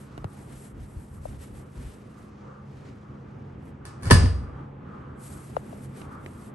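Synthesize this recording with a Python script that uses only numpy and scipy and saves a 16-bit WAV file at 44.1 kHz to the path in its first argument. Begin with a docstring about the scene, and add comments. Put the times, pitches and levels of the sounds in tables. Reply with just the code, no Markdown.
"""Ventilation hums, sleeves rustle, and a phone rumbles and is tapped as it turns in the hand.
About four seconds in, a heavy door swings shut in a small room with hard walls. Its latch
ticks and scrapes over its plate, then the door slams and rattles. The blows make the door
boom and its metal fittings ring, and the room answers with a short echo."""
import sys
import numpy as np
from scipy import signal
from scipy.fft import rfft, irfft
from scipy.io import wavfile
from scipy.ndimage import uniform_filter1d

SR = 44100
rng = np.random.default_rng(int(sys.argv[2]) if len(sys.argv) > 2 else 0)


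def wav_out(sig):
    """Save sig, one row per channel (or a flat mono array), as 16-bit PCM at SR to the path in sys.argv[1]."""
    wavfile.write(sys.argv[1], SR, np.round(np.clip(np.atleast_2d(sig).T, -1, 1) * 32767).astype(np.int16))


N = 288546
T = np.arange(N) / SR
RING_T = T[:int(1.3 * SR)]  # time since a hit, in seconds

# A "colour" says how strong a noise is at each pitch. A fade_s is the time to drop by 60 dB.
# how alike the two microphones hear a sound: pitch_hz, likeness (1 = the same)
LIKENESS = [(60, 0.95), (95, 1), (135, 0.97), (270, 0.91), (520, 0.056), (1200, 0.19), (2600, 0.53),
            (4200, 0.7), (6500, 0.73), (9000, 1)]
# the ventilation grows as the phone turns towards it: time_s, level_db
VENT_LEVEL = [(0, -49), (2.3, -49.5), (5.3, -45), (6.54, -46.5)]
# colour of the air in the ducts: pitch_hz, level_db
AIR_COLOUR = [(25, -20), (50, -7.5), (66, -1), (85, 0.5), (108, -0.5), (140, 2), (180, -4), (220, -2),
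              (330, -7.5), (480, -11.5), (700, -19.5), (1300, -22.5), (2000, -29.5), (3200, -39),
              (6000, -67.5), (12000, -71.5)]
# fan tones: pitch_hz, level_db (compared with VENT_LEVEL)
FAN_TONES = [(136, -1), (205, -4)]
# hollow notes of the ducts: pitch_hz, width_hz, level_db (compared with VENT_LEVEL)
DUCT_NOTES = [(500, 120, -18), (833, 280, -17.5), (1191, 560, -15)]

# sleeve strokes as the arm turns: fastest_s, rise_s, fall_s, rustle_db, fizz_db
SLEEVE_STROKES = [(0.015, 0.026, 0.057, -60, -60.5), (0.18, 0.348, 0.066, -60, -74),
                  (0.402, 0.13, 0.059, -58.5, -61), (0.524, 0.054, 0.061, -55.5, -64),
                  (0.634, 0.144, 0.06, -57.5, -56.0), (0.829, 0.064, 0.035, -58.5, -67),
                  (0.95, 0.13, 0.28, -63.5, -64), (1.15, 0.041, 0.032, -68, -64),
                  (1.283, 0.053, 0.088, -55.5, -59.5), (1.415, 0.026, 0.081, -53.0, -55.5),
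                  (1.585, 0.068, 0.047, -57.5, -60.5), (1.665, 0.014, 0.038, -63, -69),
                  (1.835, 0.11, 0.15, -55.5, -60.5), (2.017, 0.257, 0.43, -62.5, -83),
                  (2.26, 0.24, 0.038, -64, -69.5), (2.46, 0.349, 0.153, -66.0, -94),
                  (2.802, 0.16, 0.2, -60.5, -78), (2.86, 0.013, 0.052, -55, -86),
                  (3.24, 0.45, 0.63, -67.0, -88), (3.672, 0.041, 0.035, -64.0, -69),
                  (5.235, 0.04, 0.22, -55.5, -52.5), (5.49, 0.17, 0.17, -59.5, -64),
                  (5.76, 0.28, 0.18, -60, -63), (5.849, 0.038, 0.018, -57, -57.5),
                  (5.993, 0.057, 0.062, -52.5, -58.5), (6.136, 0.044, 0.03, -62, -67),
                  (6.242, 0.059, 0.21, -64.5, -66.5), (6.469, 0.17, 0.031, -59, -60.5)]
# colour of rubbing cloth: pitch_hz, level_db
CLOTH_COLOUR = [(500, 16.5), (1400, 9.5), (2200, 8), (3400, 3), (4500, 2), (6600, -0.5), (8400, -8.5),
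                (9300, -7), (10800, -17), (11400, -19), (11900, -36)]
# colour of fibres in a brisk stroke: pitch_hz, level_db
FIZZ_COLOUR = [(4000, -12), (6500, -5.5), (8300, 4), (9500, 2), (11500, 5), (11900, -44)]
# the hand shifts its grip: start_s, length_s, level_db
GRIP_SHIFTS = [(.17, 0.11, -51), (.5, 0.069, -49), (.72, 0.13, -47), (.95, 0.023, -36.5), (1.1, 0.13, -49),
               (1.25, 0.153, -45), (1.48, 0.12, -51.5), (1.76, 0.03, -42), (1.83, 0.044, -41)]
# taps on the case: start_s, level_db, first_hz, last_hz, swell_s, tick_db, pan_db, left_delay_s
FINGER_TAPS = [(.1785, -37, 1900, 620, 0.0012, -35.5, 2, 0.00028),
               (0.2437, -24, 1310, 290, 0.00077, -35, 8, 0.00042),
               (.248, -25, 190, 97, 0.0052, -70, 0, 0.00023),
               (1.254, -26, 764, 568, 0.0017, -63, 9.5, 0.00081),
               (5.5661, -16, 1620, 487, 0.0017, -31, 7.5, 0.00034),
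               (5.7278, -34.5, 754, 600, 0.0014, -49, 11, 0.001),
               (6.0162, -46.5, 2040, 882, 0.0014, -34.5, -10, 0.0023),
               (6.2618, -33, 2940, 1900, 0.00035, -34.5, -5, 0.00057)]
# ringing notes of the phone's case: pitch_hz, level_db, fade_s
CASE_NOTES = [(378, -2.5, 0.026), (750, -2.5, .013), (1970, -8.5, 0.006), (2740, -10, 0.012),
              (3830, -10, 0.007)]

# how long the room echoes: pitch_hz, fade_s
ECHO_FADE = [(100, 1), (400, 0.74), (1200, 0.64), (3000, 0.5), (5500, 0.45), (9000, 0.31), (11500, 0.15)]
# colour of the slam's echo off the walls: pitch_hz, level_db
WALL_COLOUR = [(60, 3.5), (150, 7), (300, -4), (520, -3), (760, -9), (1100, -7), (1750, -15.5),
               (2300, -21.5), (3000, -18.5), (3700, -25), (5000, -14), (7000, -35.5), (9200, -2),
               (9800, -18), (10700, -29), (11500, -34)]
# the case shades the microphones from the door: pitch_hz, left_minus_right_db
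CASE_SHADE = [(100, -4), (350, -4), (630, -6.5), (1130, -5), (2000, -0.5), (3700, 5), (5200, 13),
              (6600, 8.5), (11000, 1.5)]
# ringing notes of the door's skin and metal fittings: pitch_hz, level_db, fade_s
FITTING_NOTES = [(384.6, -18.5, 0.1), (566.5, -25.5, 0.28), (923, -35, 0.39), (1012, -26, 0.33),
                 (1107, -18, 0.17), (1200, -27.5, 0.25), (1242, -29.5, 0.21), (1515, -26, .24),
                 (1622, -25.5, 0.27), (1722, -20, 0.31), (1803, -17.5, 0.2), (2730, -42.5, 0.42),
                 (2940, -33.5, 0.3), (3440, -27.5, 0.18), (4339, -31.5, .33), (4780, -30.5, .35),
                 (4780, -35, 0.49), (5480, -32.5, 0.36), (5650, -36, 0.3), (7400, -40, 0.26),
                 (8600, -36, .28), (8550, -28.5, .28), (9200, -35.5, 0.33), (9300, -36, 0.26),
                 (10700, -32, 0.21), (10800, -24.5, 0.15)]

# metal meets metal in the latch: start_s, level_db
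LATCH_CLICKS = [(3.853, -26), (3.878, -39.5), (4.026, -35.5), (4.0322, -26), (4.038, -32), (4.0552, -24),
                (4.068, -32.5), (4.1082, -1), (4.1122, -6.5)]
# colour of those clicks: pitch_hz, level_db
CLICK_COLOUR = [(200, -30), (1000, -3.5), (2100, -1), (3600, -5.5), (5000, -1.5), (7000, -3.5), (9200, 4.5),
                (9800, -6.5), (10700, 7), (11600, -6)]
# the bolt slides over its plate: time_s, level_db
BOLT_SCRAPE = [(3.99, -74.5), (4.012, -39.5), (4.03, -33.5), (4.055, -29.5), (4.075, -27), (4.096, -39)]
# colour of the door as a sounding board for the bolt: pitch_hz, level_db
BOARD_COLOUR = [(200, -14), (600, 0.5), (1000, 4.5), (1500, -4.5), (2400, -12.5), (3500, -23), (11000, -46)]

# air squeezed through the closing gap: time_s, level_db
AIR_PUSH = [(3.95, -67.5), (4.04, -36.5), (4.075, -25.5), (4.10, -32), (4.13, -56.5)]
# the door's edge presses into its stop and bounces: start_s, pitch_hz, level_db
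EDGE_KNOCKS = [(4.1043, 417, -10.5), (4.1173, 385, -27), (4.228, 400, -33), (4.242, 440, -28),
               (4.257, 480, -33)]
# deep notes of door and room: pitch_hz, level_db, fade_s, rise_s
BOOM_NOTES = [(43.6, -24, 0.63, .012), (64.8, 5, 0.41, 0.13), (73, -4.5, 0.25, 0.015),
              (89.74, 0, 0.34, 0.024), (132, -6, 0.14, 0.018), (158.7, -28, 0.54, .004),
              (249, -5.5, 0.11, 0.0061)]
# colour of wall and floor shaking: pitch_hz, level_db
THUD_COLOUR = [(22, -28), (45, -3), (62, 11.5), (100, -15.5), (170, -14), (300, -23), (600, -39.5),
               (2000, -73)]
# colour of a blow's hard crack: pitch_hz, level_db
CRACK_COLOUR = [(100, -3), (380, -3.5), (520, -7.5), (740, -7), (1100, 2), (1380, -10), (1680, 1),
                (1950, -12.5), (2300, -20), (3000, -11.5), (3650, -24), (4500, -9), (7000, -27),
                (9000, -24.5), (10700, -31.5), (11500, -35)]
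# the door hits its frame: start_s, crack_db, boom_db
DOOR_BLOWS = [(4.1012, -15, -17), (4.1048, -20.5, -4.5), (4.1106, 2, 4.5), (4.1191, -12.5, -23.5),
              (4.2254, -28, -26), (4.2336, -31.5, -8.5), (4.2581, -24, -34), (4.3846, -48.5, -37),
              (4.405, -50, -26.5)]


def gain(db):
    """Turn decibels into a number to multiply by."""
    return 10 ** (np.asarray(db) / 20)


def curve(rows):
    """A gain that follows (time_s, level_db) rows and is zero outside them."""
    s, db = np.transpose(rows)
    return gain(np.interp(T, s, db)) * (T >= s[0]) * (T <= s[-1])


def at_hz(rows, hz):
    """Read between (pitch_hz, value) rows, spacing octaves evenly."""
    pitches, values = np.transpose(rows)
    return np.interp(np.log(hz + 1), np.log(pitches), values)


def pan(db):
    """Two gains that make the left side db louder than the right."""
    return gain(np.array([[db], [-db]]) / 2)


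def wander(per_s):
    """A smooth random wobble that heads for a new value per_s times a second."""
    hold = int(SR / per_s)
    steps = np.repeat(rng.standard_normal(N // hold + 1), hold)
    return uniform_filter1d(uniform_filter1d(steps, hold), hold)[:N]


def noise(colour, size=N):
    """Stereo noise of a given colour, partly shared by the two microphones."""
    hz = np.fft.rfftfreq(size, 1 / SR)
    alike = np.clip(at_hz(LIKENESS, hz), 0, 1)
    shared, side = rfft(rng.standard_normal((2, size))) * gain(at_hz(colour, hz))
    x = irfft(shared * np.sqrt(1 + alike) + np.array([[1], [-1]]) * side * np.sqrt(1 - alike), size)
    return x / x.std()


def fade(fade_s):
    """A gain that drops by 60 dB every fade_s seconds."""
    return gain(-60 * RING_T / fade_s)


def strikes(times_s, levels_db):
    """One sharp push for each hit."""
    force = np.zeros(N)
    force[(np.asarray(times_s) * SR).astype(int)] = gain(levels_db)
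    return force


def play(force, sound):
    """Start a copy of the sound at every push, as strong as that push."""
    return signal.fftconvolve(force[None], sound, axes=1)[:, :N]


def ventilation():
    """Air rushes dully through the ducts, fan tones waver and hollow notes swell at random."""
    air = noise(AIR_COLOUR) * gain(2 * wander(17))
    hum = hollow = 0
    for hz, db in FAN_TONES:
        level = gain(db + 3.7 * wander(10))
        wavering_hz = hz + 2.46 * wander(12)
        hum += level * np.sin(2 * np.pi * np.cumsum(wavering_hz) / SR)
    for hz, width_hz, db in DUCT_NOTES:
        rush = noise([(hz / 2, -20), (hz, 0), (hz * 2, -20)])
        note = signal.lfilter(*signal.iirpeak(hz, hz / width_hz, fs=SR), rush)
        hollow += note / note.std() * gain(db + 6.6 * wander(9))
    overall = gain(np.interp(T, *np.transpose(VENT_LEVEL)))
    return overall * (gain(3.5) * air + hum + hollow) * pan(-0.5)


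def cloth_folds():
    """Cloth noise whose half-octave bands swell and fade as the folds move."""
    spectrum = rfft(noise(CLOTH_COLOUR))
    band = 2 * np.log2(np.clip(np.fft.rfftfreq(N, 1 / SR), 2000, 8000) / 2000)
    bands = (irfft(spectrum * np.maximum(1 - abs(band - k), 0), N) for k in range(5))
    return sum(x * gain(1.5 * wander(22)) for x in bands)


def sleeves():
    """Cloth rubs in uneven strokes that speed up and slow down; brisk ones add a bright fizz."""
    power = np.zeros((2, N))
    for fastest_s, rise_s, fall_s, rustle_db, fizz_db in SLEEVE_STROKES:
        width_s = np.where(T < fastest_s, rise_s, fall_s)
        speed = np.exp(-np.minimum(abs(T - fastest_s) / width_s, 10) ** 2)
        power += (gain([[rustle_db], [fizz_db]]) * speed) ** 2
    rustle_level, fizz_level = np.sqrt(power) * gain(1.45 * wander(120) + 0.93 * wander(24.79))
    rustle = gain(0.15) * rustle_level * cloth_folds()
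    fizz = fizz_level * gain(1.3 * wander(45)) * noise(FIZZ_COLOUR)
    return (rustle + fizz) * pan(0.77)


def grip(rise_s=0.028, fall_s=0.023):
    """Each shift of the hand shakes the phone: a rumble swells, holds and dies away."""
    power = np.zeros(N)
    for start_s, length_s, db in GRIP_SHIFTS:
        swell = np.clip((T - start_s) / rise_s, 0, 1)
        release = np.exp(-np.maximum(T - start_s - length_s, 0) / fall_s)
        power += (gain(db) * swell * release) ** 2
    rumble = noise([(20, -32), (50, -3.5), (80, -6.5), (130, -16), (300, -64), (2000, -64.5)])
    return gain(6.5) * np.sqrt(power) * rumble


def finger_taps():
    """A tap bends the case. High waves arrive first, so each knock drops in pitch."""
    out = np.zeros((2, N))
    size = SR // 10
    for start_s, db, first_hz, last_hz, swell_s, tick_db, pan_db, left_delay_s in FINGER_TAPS:
        t = np.maximum(RING_T[:size] - np.array([[left_delay_s], [0]]), 0)
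        glide_s = 0.85 * swell_s
        cycles = last_hz * t + (first_hz - last_hz) * glide_s * (1 - np.exp(-t / glide_s))
        swell = (t / swell_s * np.exp(1 - t / swell_s)) ** 0.78
        knock = gain(db) * pan(pan_db) * swell * np.sin(2 * np.pi * cycles)
        # a nail adds a tiny tick and rings the case; a fingertip hardly does
        tick = noise([(300, 21), (2800, -2), (4300, -19), (11000, -15)], size)
        tick *= gain(1.5) * np.exp(-t / 0.0046) * (t > 0)
        ring = sum(gain(note_db - 60 * t / fade_s) * np.sin(2 * np.pi * hz * t)
                   for hz, note_db, fade_s in CASE_NOTES)
        start = int(start_s * SR)
        out[:, start:start + size] += knock + gain(tick_db) * (tick + ring)
    return out


def room_echo(colour):
    """Sound bounces off the walls and blurs into an echo; higher octaves die sooner."""
    size = len(RING_T)
    spectrum = rfft(noise(colour, size))
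    octave = np.log2(np.clip(np.fft.rfftfreq(size, 1 / SR), 88, 88 * 2 ** 7) / 88)
    echo = 0
    for k in range(8):
        band = irfft(spectrum * np.maximum(1 - abs(octave - k), 0), size)
        echo += band * fade(at_hz(ECHO_FADE, 88 * 2 ** k))
    build_up = 1 - np.exp(-(RING_T / 0.007) ** 2)
    return echo * build_up


def from_door(sound, left_delay_s=0.00008):
    """Door sound reaches the left microphone later, and the case shades each side differently."""
    late_left = np.interp(RING_T - left_delay_s, RING_T, sound[0], left=0)
    side_db = at_hz(CASE_SHADE, np.fft.rfftfreq(len(RING_T), 1 / SR))
    gains = gain(np.array([side_db, -side_db]) / 2)
    shade = np.roll(irfft(gains), 32, axis=1)[:, :64] * np.hanning(64)  # the gains as a short filter
    return signal.fftconvolve(np.array([late_left, sound[1]]), shade, mode="same", axes=1)


def fittings():
    """The door's skin, handle and lock ring; each note takes its own path to each microphone."""
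    phases = rng.uniform(-np.pi, np.pi, (len(FITTING_NOTES), 2))
    out = 0
    for (hz, db, fade_s), (phase, apart) in zip(FITTING_NOTES, phases):
        right_shift = apart * (1 - at_hz(LIKENESS, hz)) * np.array([[0], [1]])
        out += gain(db) * fade(fade_s) * np.sin(2 * np.pi * hz * RING_T + phase + right_shift)
    return out


def latch(slips_per_s=450):
    """The bolt clicks, then sticks and slips over its plate; fittings, door and walls answer."""
    slipping = rng.random(N) < slips_per_s / SR
    scrape = gain(-8.5) * slipping * rng.standard_normal(N) * curve(BOLT_SCRAPE)
    force = strikes(*np.transpose(LATCH_CLICKS)) + scrape
    bolt = gain(-11.5) * noise(CLICK_COLOUR, len(RING_T)) * fade(0.0155)
    direct = from_door(bolt + gain(-6.5) * fittings())
    echo = gain(-21) * room_echo(CLICK_COLOUR) * pan(1.2)
    # the door carries the bolt's sound only until it shuts and the seal stills it
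    board = gain(-16) * noise(BOARD_COLOUR, len(RING_T)) * fade(0.029)
    still_open = T < EDGE_KNOCKS[0][0]
    return play(force, direct + echo) + play(force * still_open, board)


def air_push():
    """The closing door squeezes a low whoosh through the gap."""
    return curve(AIR_PUSH) * noise([(25, -14.5), (90, -1), (180, -9.5), (400, -24), (1200, -26),
                                    (2300, -36), (4000, -60.5), (12000, -59)])


def rattle(start_s=4.135, hits_per_s=70, count=14, fade_s=0.56):
    """Uneven, fading pushes as the shaking door chatters against the bolt."""
    nudge, strength = rng.uniform(-1.4, 1, (count, 2)).T
    times_s = start_s + (np.arange(count) + 0.5 * nudge) / hits_per_s
    dying = gain(-60 * np.maximum(T - start_s, 0) / fade_s)
    return strikes(times_s, -25.5 + 4 * strength) * dying


def edge_knocks(swell_s=0.0033, left_delay_s=0.00063):
    """The door's edge gives short woody knocks, each stopped at once by the seal."""
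    out = 0
    for start_s, hz, db in EDGE_KNOCKS:
        t = np.maximum(T - start_s - np.array([[left_delay_s], [0]]), 0)
        swell = (t / swell_s * np.exp(1 - t / swell_s)) ** 2
        out += gain(db) * swell * np.sin(2 * np.pi * hz * t)
    return out * pan(-3)


def boom():
    """Deep notes of door and room build up and die, a little out of step at the two microphones."""
    out = 0
    for hz, db, fade_s, rise_s in BOOM_NOTES:
        apart = np.arccos(np.clip(at_hz(LIKENESS, hz), 0, 1)) * np.array([[-0.5], [0.5]])
        level = gain(db) * fade(fade_s) * (1 - np.exp(-RING_T / rise_s))
        out += level * np.sin(2 * np.pi * hz * RING_T + apart)
    return out


def slam():
    """The door lands unevenly and bounces: each blow cracks, rings the fittings and booms."""
    times_s, crack_db, boom_db = np.transpose(DOOR_BLOWS)
    crack = noise(CRACK_COLOUR, len(RING_T)) * (gain(-6.5) * fade(0.024) + gain(-20.5) * fade(0.19))
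    direct = from_door(crack + gain(-4.5) * fittings())
    echo = gain(-21) * room_echo(WALL_COLOUR) * pan(-0.2)
    # the frame passes the blow on to wall and floor, which shudder without a pitch
    shudder = noise(THUD_COLOUR, len(RING_T)) * fade(0.28) * (1 - np.exp(-RING_T / 0.011))
    deep = (gain(-1.1) * boom() + gain(-7) * shudder) * pan(-0.4)
    whoosh = air_push()
    cracks = play(strikes(times_s, crack_db) + rattle(), direct + echo)
    booms = play(strikes(times_s, boom_db), deep)
    return whoosh + cracks + edge_knocks() + booms


def scene():
    """The door, the hand on the phone and the ventilation together."""
    return slam() + latch() + finger_taps() + sleeves() + grip() + ventilation()


def record(dry, bass_hz=27, top_hz=11700, port_hz=10150, port_width_hz=1500, ceiling=0.85):
    """The phone cuts the deepest bass, rounds off the loudest peaks and cuts the highest treble."""
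    left, right = signal.sosfilt(signal.butter(2, bass_hz, "high", fs=SR, output="sos"), dry)
    # the left microphone's opening rings near port_hz and flips the wave upside down there
    port_ring = signal.lfilter(*signal.iirpeak(port_hz, port_hz / port_width_hz, fs=SR), left)
    both = np.array([left - 2 * port_ring, right])
    rounded = both / (1 + (both / ceiling) ** 4) ** 0.25
    return signal.sosfilt(signal.ellip(12, 0.2, 100, top_hz, fs=SR, output="sos"), rounded)


dry = scene()
out = record(dry)
wav_out(out)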